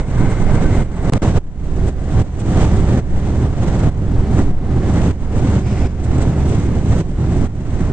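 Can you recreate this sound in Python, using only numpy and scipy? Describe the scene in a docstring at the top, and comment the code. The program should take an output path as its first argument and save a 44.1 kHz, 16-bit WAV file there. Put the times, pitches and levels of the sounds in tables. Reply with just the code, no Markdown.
"""Wind buffeting a two-port microphone at an open side window, riding at highway speed through desert scrub.
Close up, eddies rumble, roar and hiss across the ports and whistle in the window opening; behind them
the engine drones and the tyres stir the cabin. After each hard gust the level dips and swells back;
twice the sound cuts out briefly, with a click. Late on, a row of trees goes by with a brighter rush."""
import sys
import numpy as np
from scipy import signal
from scipy.fft import rfft, irfft
from scipy.io import wavfile
from scipy.ndimage import map_coordinates

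SR = 44100
rng = np.random.default_rng(int(sys.argv[2]) if len(sys.argv) > 2 else 0)


def dump_mix(stems):
    """Bounce the given channels to the path in sys.argv[1] as a 16-bit WAV at rate SR."""
    frames = np.atleast_2d(stems).T  # one column per channel
    limited = np.clip(frames, -1, 1)  # hard clip at full scale
    pcm = np.round(limited * 32767).astype(np.int16)
    wavfile.write(sys.argv[1], SR, pcm)


N = 349272
TIME = np.arange(N) / SR
BINS = np.maximum(np.arange(N // 2 + 1) * SR / N, 1)


def from_db(db):
    """Decibels to gain."""
    return 10 ** (np.asarray(db) / 20)


def rms_one(x):
    """Scale to unit power."""
    return x / np.sqrt(np.mean(x ** 2) + 1e-20)


def in_time(rows):
    """Each column of a curve table at every sample."""
    times, *columns = np.transpose(rows)
    return [np.interp(TIME, times, column) for column in columns]


def gain_over_hz(points):
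    """A (frequency, level) table as a gain at every frequency."""
    hz, db = np.transpose(points)
    return from_db(np.interp(np.log(BINS), np.log(hz), db))


def bell(s, length):
    """A smooth swell peaking at time s."""
    return np.exp(-(2 * (TIME - s) / length) ** 2)


def low_pass(x, hz):
    """Steep cut of everything above hz."""
    return signal.sosfilt(signal.ellip(8, .2, 70, hz, fs=SR, output="sos"), x)


def white():
    """The spectrum of fresh white noise."""
    return rfft(rng.standard_normal(N))


def drift(hz):
    """Random wandering of unit power, mostly slower than hz."""
    return rms_one(irfft(white() / (1 + (BINS / hz) ** 2), N))


def churn(eddies, depth_db):
    """Eddies swell and thin a sound without changing its mean power."""
    return rms_one(from_db(depth_db * np.clip(eddies, -2, 2)))


def resonant_noise(hz, width_hz):
    """Noise ringing in one resonance, unit power."""
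    return rms_one(irfft(white() / (1 + 1j * (BINS ** 2 - hz ** 2) / (BINS * width_hz)), N))


def resonances(modes, wander, swell_db):
    """Noise rings in modes that stray in pitch together and each swell on their own."""
    clock = TIME + wander * np.cumsum(drift(hz=3.0)) / SR
    ringing = sum(from_db(db) * resonant_noise(hz, width) * churn(drift(hz=6.9), swell_db)
                  for hz, width, db in modes)
    return map_coordinates(ringing, [clock * SR], order=1, mode="mirror")


# Share of the wind that each microphone port hears alone: (frequency [Hz], share [dB])
PORT_OWN_SHARE = [(30, -16.5), (100, -17.5), (300, -17), (600, -13.5), (1200, -11.5), (2500, -1),
                  (6000, -2.5), (9000, -3)]
# Balance across the microphone: (frequency [Hz], left minus right [dB])
PORT_BALANCE = [(12, -9.5), (30, -5), (70, -2.5), (150, -0.8), (300, -1.5), (600, 0), (1500, -1.2),
                (6300, -2), (7100, 0.5), (7900, 4.5), (9000, -1)]
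def at_ports(colour, lag_s=.00009):
    """Coloured noise at two ports: a shared part, later on the left, plus each port's own turbulence."""
    own = np.clip(gain_over_hz(PORT_OWN_SHARE), 0, 1)
    shared = white() * np.sqrt(1 - own ** 2)
    lean = np.sqrt(gain_over_hz(PORT_BALANCE))
    left = (shared * np.exp(-2j * np.pi * BINS * lag_s) + own * white()) * lean
    right = (shared + own * white()) / lean
    return rms_one(irfft(np.array([left, right]) * gain_over_hz(colour), N))


# Deepest wind, right on the microphone: (frequency [Hz], relative level [dB])
RUMBLE_COLOUR = [(8, 1.5), (18, 13.5), (30, 5.5), (47, 6), (59, 6.5), (85, -12.5), (160, -67.5)]
# Its rise and fall along the road: (time [s], level [dB])
RUMBLE_SWELL = [(0, 3.5), (.55, 4), (1.3, -1.5), (1.8, 3), (2.6, 1.5), (3.4, 1.5), (4.3, 1.5), (4.9, -5),
                (5.4, 0.5), (5.9, 0), (7.92, -2.5)]
def rumble():
    """The largest eddies rumble over the ports."""
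    return from_db(-17.5 + in_time(RUMBLE_SWELL)[0]) * at_ports(RUMBLE_COLOUR)


# Low wind, right on the microphone: (frequency [Hz], relative level [dB])
BUFFET_COLOUR = [(45, -10.5), (68, -8.5), (105, 2.5), (135, -2.5), (175, -4.5), (225, -9.5), (280, -11),
                 (370, -15.5), (480, -29), (800, -39), (2000, -74)]
def buffet(blow_db, eddies):
    """Large eddies beat against the ports."""
    return from_db(-15 + blow_db) * at_ports(BUFFET_COLOUR) * churn(eddies, depth_db=1.3)


ROAR_DB = -28.5
# Midrange wind, close up: (frequency [Hz], relative level [dB])
ROAR_COLOUR = [(220, -18.5), (420, 3), (560, 0.5), (740, -2), (900, -5.5), (1300, -10.5), (2100, -15.5),
               (2600, -29.5), (4000, -28.5), (9000, -68.5)]
def roar(blow_db, eddies):
    """Smaller eddies roar past the ports."""
    return from_db(ROAR_DB + blow_db) * at_ports(ROAR_COLOUR) * churn(eddies, depth_db=1.32)


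def port_sizzle(flicker_db):
    """Air rings the ports' treble resonance in quick flickers, mostly on the left."""
    ring = resonant_noise(hz=7910, width_hz=900) * churn(drift(hz=21), flicker_db)
    return ring * from_db([[-5], [-13]])


# Treble wind, right on the microphone: (frequency [Hz], relative level [dB])
HISS_COLOUR = [(1200, -8.5), (2200, 4), (2900, 4.5), (4200, -0.5), (5200, -1.5), (5900, 1), (6600, 2),
               (7500, 0), (8200, 0.5), (8800, -11.5), (9500, -38.5)]
# Port sizzle mixed into that hiss: (time [s], level [dB])
SIZZLE_LEVEL = [(0, -1), (1.0, -1), (1.25, -20), (1.9, -2.5), (2.6, -10.5), (5.4, -9.5), (5.8, -19.5),
                (6.2, -10), (7.92, -6.5)]
def hiss(blow_db, eddies):
    """The smallest eddies hiss across the ports and set them sizzling."""
    sizzle = from_db(in_time(SIZZLE_LEVEL)[0]) * port_sizzle(flicker_db=4.5)
    treble = rms_one(at_ports(HISS_COLOUR) + sizzle)
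    flutter = churn(eddies + 0.22 * drift(hz=43), depth_db=1.9)
    return from_db(-42 + blow_db) * treble * flutter


# Resonances of the window opening, close by: (frequency [Hz], width [Hz], level [dB])
WHISTLE_MODES = [(1520, 55, -25.5), (2100, 130, -25.5)]
# Extra blow across the window's edge: (time [s], level [dB])
WINDOW_BLOW = [(0, 9.5), (.8, 9.5), (1.5, -7.5), (5.0, -8), (5.7, 5), (6.7, -1), (7.9, 0)]
def whistles(force_db):
    """Air blowing across the opening draws breathy whistles from it."""
    level_db = ROAR_DB + force_db + in_time(WINDOW_BLOW)[0]
    return from_db(level_db) * resonances(WHISTLE_MODES, wander=.012, swell_db=2.5)


# Wind at the open window: (time [s], force [dB], extra buffet [dB], extra hiss [dB])
WINDOW_WIND = [(0.0, 3.5, -5, 0.5), (0.24, 4, 0.5, -3), (0.37, -1, -4, -0.5), (0.52, 4, -2.5, -3),
               (0.8, 1, -0.5, 0.5), (1.03, 4.5, -3.5, -3), (1.14, 5.5, -1.5, -0.5), (1.27, 4, -1, 2),
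               (1.33, -3.5, 0.5, 3), (1.38, 1, 1, 2), (1.5, 2.5, -0.5, 0), (1.62, 1.5, 1, 2),
               (1.88, 0, -0.8, -1), (2.19, 1.4, 0, 1), (2.42, 3, 1.5, 2), (2.61, 5, -1, 2),
               (2.76, 0.1, -0.7, 0.2), (3.0, 1.4, 2, 0.5), (3.25, -1.5, -2, 0.3), (3.42, -3.5, 2, -0.2),
               (3.66, 1.3, -0.3, 1), (3.88, 1.5, 0, 0), (4.1, -2.6, 6.5, -1.5), (4.27, -5, -1.5, -3.5),
               (4.39, 0.5, 5, 3.2), (4.6, -2.5, 0, -6.5), (4.97, 0, 3, 3), (5.28, -1.5, 0, -0.5),
               (5.5, 1.4, 2, 2), (5.72, 0, 0, 3.5), (5.95, -2, 1, 0), (6.2, -1.5, 2.5, 1),
               (6.4, -2, 2, 0.8), (6.55, -1, 3, 3.5), (6.72, -1.5, 2, 0.5), (6.97, -1.5, 2.5, 4),
               (7.2, -3, 3, 0.5), (7.45, -3, 3.5, 0.5), (7.7, -1, 1.2, 2), (7.92, -3.5, 0, -2)]
def airstream():
    """Over the rumble, one force drives buffet, roar and hiss, and the same eddies shake them."""
    force_db, bass_db, treble_db = in_time(WINDOW_WIND)
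    blow_db = force_db + gusts_db()
    eddies = rms_one(drift(hz=17) + 0.67 * drift(hz=99))
    deep = rumble()
    low = buffet(blow_db + bass_db, eddies)
    rush = roar(blow_db + shoves_db(), eddies) + hiss(blow_db + treble_db, eddies)
    return deep, low, rush + whistles(force_db) + hollow_bark()


# The engine, heard from inside the cabin: (time [s], pitch [Hz], level [dB])
ENGINE_TONE = [(0, 73.3, -30), (1.2, 73.55, -17.5), (2.2, 74.06, -13), (3, 74, -15.5), (4, 73.5, -18.5),
               (5, 73.5, -15.5), (6, 73.24, -17), (7, 73.3, -17), (7.92, 72.8, -21)]
def engine_drone(waver_hz, waver_db):
    """The engine's firing rate booms in the cabin as one slightly wavering tone."""
    pitch_hz, level_db = in_time(ENGINE_TONE)
    phase = 2 * np.pi * np.cumsum(pitch_hz + waver_hz * drift(hz=11.2)) / SR
    return from_db(level_db + waver_db * drift(hz=2.3)) * np.sin(phase)


# Resonances of the cabin around the microphone: (frequency [Hz], width [Hz], level [dB])
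CABIN_MODES = [(111.3, 13, -30), (206.3, 11, -32), (283.7, 15, -35.5), (381.4, 16, -33.5), (750, 35, -42.5)]
# Shaking from the road below: (time [s], level [dB])
ROAD_SHAKE = [(0, -4.5), (1.3, -2), (1.7, 2.5), (2.6, 2.5), (3.4, -1.5), (4.1, 1), (4.8, 1), (5.6, 0),
              (6.6, -3), (7.2, -2.5), (7.92, -3)]
def tyres():
    """The tyres stir the cabin's resonances, more so on rough road."""
    return from_db(in_time(ROAD_SHAKE)[0]) * resonances(CABIN_MODES, wander=.02, swell_db=0.4)


# Hard gusts straight onto the microphone: (time of the dip [s], depth of the dip [dB])
HARD_GUSTS = [(0.018, 10), (0.832, 12.5), (1.39, 24.5), (1.9, 12.5), (2.225, 16), (3.006, 11.5), (3.466, 5),
              (3.894, 11.5), (4.428, 5.5), (4.513, 9.5), (5.118, 12.5), (5.596, 7), (5.877, 11),
              (6.588, 1.5), (6.787, 3), (7.019, 10.5), (7.474, 13.5)]
def gusts_db(rise_per_dip=0.12, lead_s=0.031, length_s=0.048):
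    """Each gust peaks just before its dip; the harder the gust, the deeper the dip."""
    return sum(rise_per_dip * depth * bell(s - lead_s, length_s) for s, depth in HARD_GUSTS)


def dip_db(fall_s, hold_s, recovery_db_per_s, ease_db):
    """After each gust the level falls fast, holds and eases back up; the deepest dip counts."""
    dips = []
    for s, depth in HARD_GUSTS:
        fall = np.clip((TIME - s) / fall_s + .5, 0, 1)
        recovered_db = recovery_db_per_s * np.maximum(TIME - s - hold_s, 0)
        remaining_db = ease_db * np.logaddexp((depth - recovered_db) / ease_db, 0)
        dips.append(-fall * remaining_db)
    return np.min(dips, axis=0)


# Shoves of air at the microphone: (time [s], change of the roar [dB], length [s])
AIR_SHOVES = [(.81, 2.5, .04), (1.366, 2.5, 0.03), (1.868, -2.5, .04), (2.19, 0, .05), (2.567, 1, .06),
              (3.455, 3, .03), (4.392, 4, 0.054), (4.99, 3.5, 0.078), (5.5, 1, .06), (6.192, 3.5, .04),
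              (6.567, 2, .025), (6.925, 5, .03), (6.975, 1, .06)]
def shoves_db():
    """Hard shoves of air swell the midrange roar for a moment; once it slackens instead."""
    return sum(db * bell(s, length) for s, db, length in AIR_SHOVES)


# Pressure swings all through the cabin: (time [s], level [dB], half-length [s], frequency [Hz])
CABIN_HEAVES = [(0.874, -32, .06, 7.8), (1.178, -19, 0.033, 10), (1.47, -17, 0.046, 12),
                (3.152, -8.5, 0.054, 10), (4.195, -7, 0.024, 24), (4.519, -9, 0.097, 13),
                (7.143, -16.5, 0.04, 34), (7.515, -36, 0.041, 10)]
def heaves():
    """The air in the cabin swings once or twice, almost below hearing."""
    return sum(from_db(db) * bell(s, 2 * half_length) * np.sin(2 * np.pi * hz * (TIME - s))
               for s, db, half_length, hz in CABIN_HEAVES)


# Sharp clicks, dead centre: (time [s], level [dB])
SHARP_CLICKS = [(1.0974, -12), (1.1358, -1)]
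def clicks(relax_s):
    """Each click is a sudden step that relaxes at once."""
    return sum(from_db(db) * (TIME >= s) * np.exp(-np.abs(TIME - s) / relax_s) for s, db in SHARP_CLICKS)


# Brief cut-outs on both channels: (start [s], end [s], depth [dB])
BRIEF_CUTOUTS = [(1.101, 1.1216, 29), (1.18, 1.2185, 21.5)]
def cutout_db(edge_s):
    """The sound drops away and returns at once."""
    return sum(np.interp(TIME, [start - edge_s, start + edge_s, end - edge_s, end + edge_s],
                         [0, -depth, -depth, 0]) for start, end, depth in BRIEF_CUTOUTS)


# Fiercest blasts at the window: (time [s], level [dB], length [s]); zero length is silent
WINDOW_BLASTS = [(1.158, -22, 0), (1.24, -27.5, 0.12), (1.371, -26.5, -0.04)]
# Hollow resonances of the opening, close by: (frequency [Hz], width [Hz], level [dB])
HOLLOW_MODES = [(302, 60, -3), (433, 38, -4), (750, 55, -7.5)]
def hollow_bark():
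    """The fiercest blasts boom hollowly in the window opening."""
    swell = sum(from_db(db) * bell(s, length) for s, db, length in WINDOW_BLASTS if length)
    return swell * resonances(HOLLOW_MODES, wander=.04, swell_db=3.5)


# Spits of air right on the microphone: (time [s], level [dB], length [s])
AIR_SPITS = [(1.882, -42, 0.033), (2.403, -39.5, 0.022), (3.796, -34.5, 0.013), (5.019, -32.5, 0.0072),
             (5.502, -39, .025), (6.046, -39.5, 0.02), (6.184, -38, 0.011), (6.223, -34, 0.027),
             (6.494, -36.5, 0.023), (6.553, -37, 0.016)]
def spits(hiss_db):
    """Air spits across the ports in bright bursts of sizzle and hiss."""
    swell = sum(from_db(db) * bell(s, length) for s, db, length in AIR_SPITS)
    return swell * (port_sizzle(flicker_db=3) + from_db(hiss_db) * at_ports(HISS_COLOUR))


# Roadside trees, heard through the window: (time [s], centre frequency [Hz], level [dB])
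PASSING_TREES = [(5.58, 2360, -62), (5.66, 2387, -40), (5.76, 2385, -49), (5.85, 2390, -44),
                 (5.95, 2460, -52), (6.12, 2350, -58), (6.6, 2700, -56.5), (7.0, 2400, -60)]
def tree_rush(spread_hz, upper_ratio, upper_spread_hz, upper_db):
    """Trees rush by: a breathy band of noise and a wider one about an octave above."""
    centre_hz, level_db = in_time(PASSING_TREES)
    phase = 2 * np.pi * np.cumsum(centre_hz) / SR
    lower, upper = [drift(hz) * np.cos(ratio * phase) + drift(hz) * np.sin(ratio * phase)
                    for ratio, hz in ((1, spread_hz), (upper_ratio, upper_spread_hz))]
    return from_db(level_db) * (lower + from_db(upper_db) * upper)


def scene():
    """Wind and cabin dip together at the microphone; drone and rumble give way less."""
    deep, low, rush = airstream()
    dip = dip_db(fall_s=0.015, hold_s=0.047, recovery_db_per_s=54, ease_db=1.63)
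    cut = cutout_db(edge_s=0.0016)
    engine = from_db(0.74 * dip) * engine_drone(waver_hz=0.43, waver_db=0.1)
    cabin = (engine + from_db(dip) * tyres()) * from_db([[-.7], [.7]])   # a little to the right
    bass = from_db(0.52 * dip) * deep + from_db(dip) * low
    trees = tree_rush(spread_hz=360, upper_ratio=2.15, upper_spread_hz=500, upper_db=-6.0)
    air = from_db(dip) * (rush + trees)
    ride = from_db(cut) * (air + cabin) + from_db(1.3 * cut) * bass   # cut-outs bite hardest in the bass
    return low_pass(ride + heaves() + spits(hiss_db=-2.0), hz=9250) + clicks(relax_s=0.00049)


def record(dry):
    """The highest peaks are rounded and the top is cut."""
    rounded = dry / (1 + (dry / .98) ** 4) ** .25
    return low_pass(rounded, hz=10900)


dry = scene()
out = record(dry)
dump_mix(out)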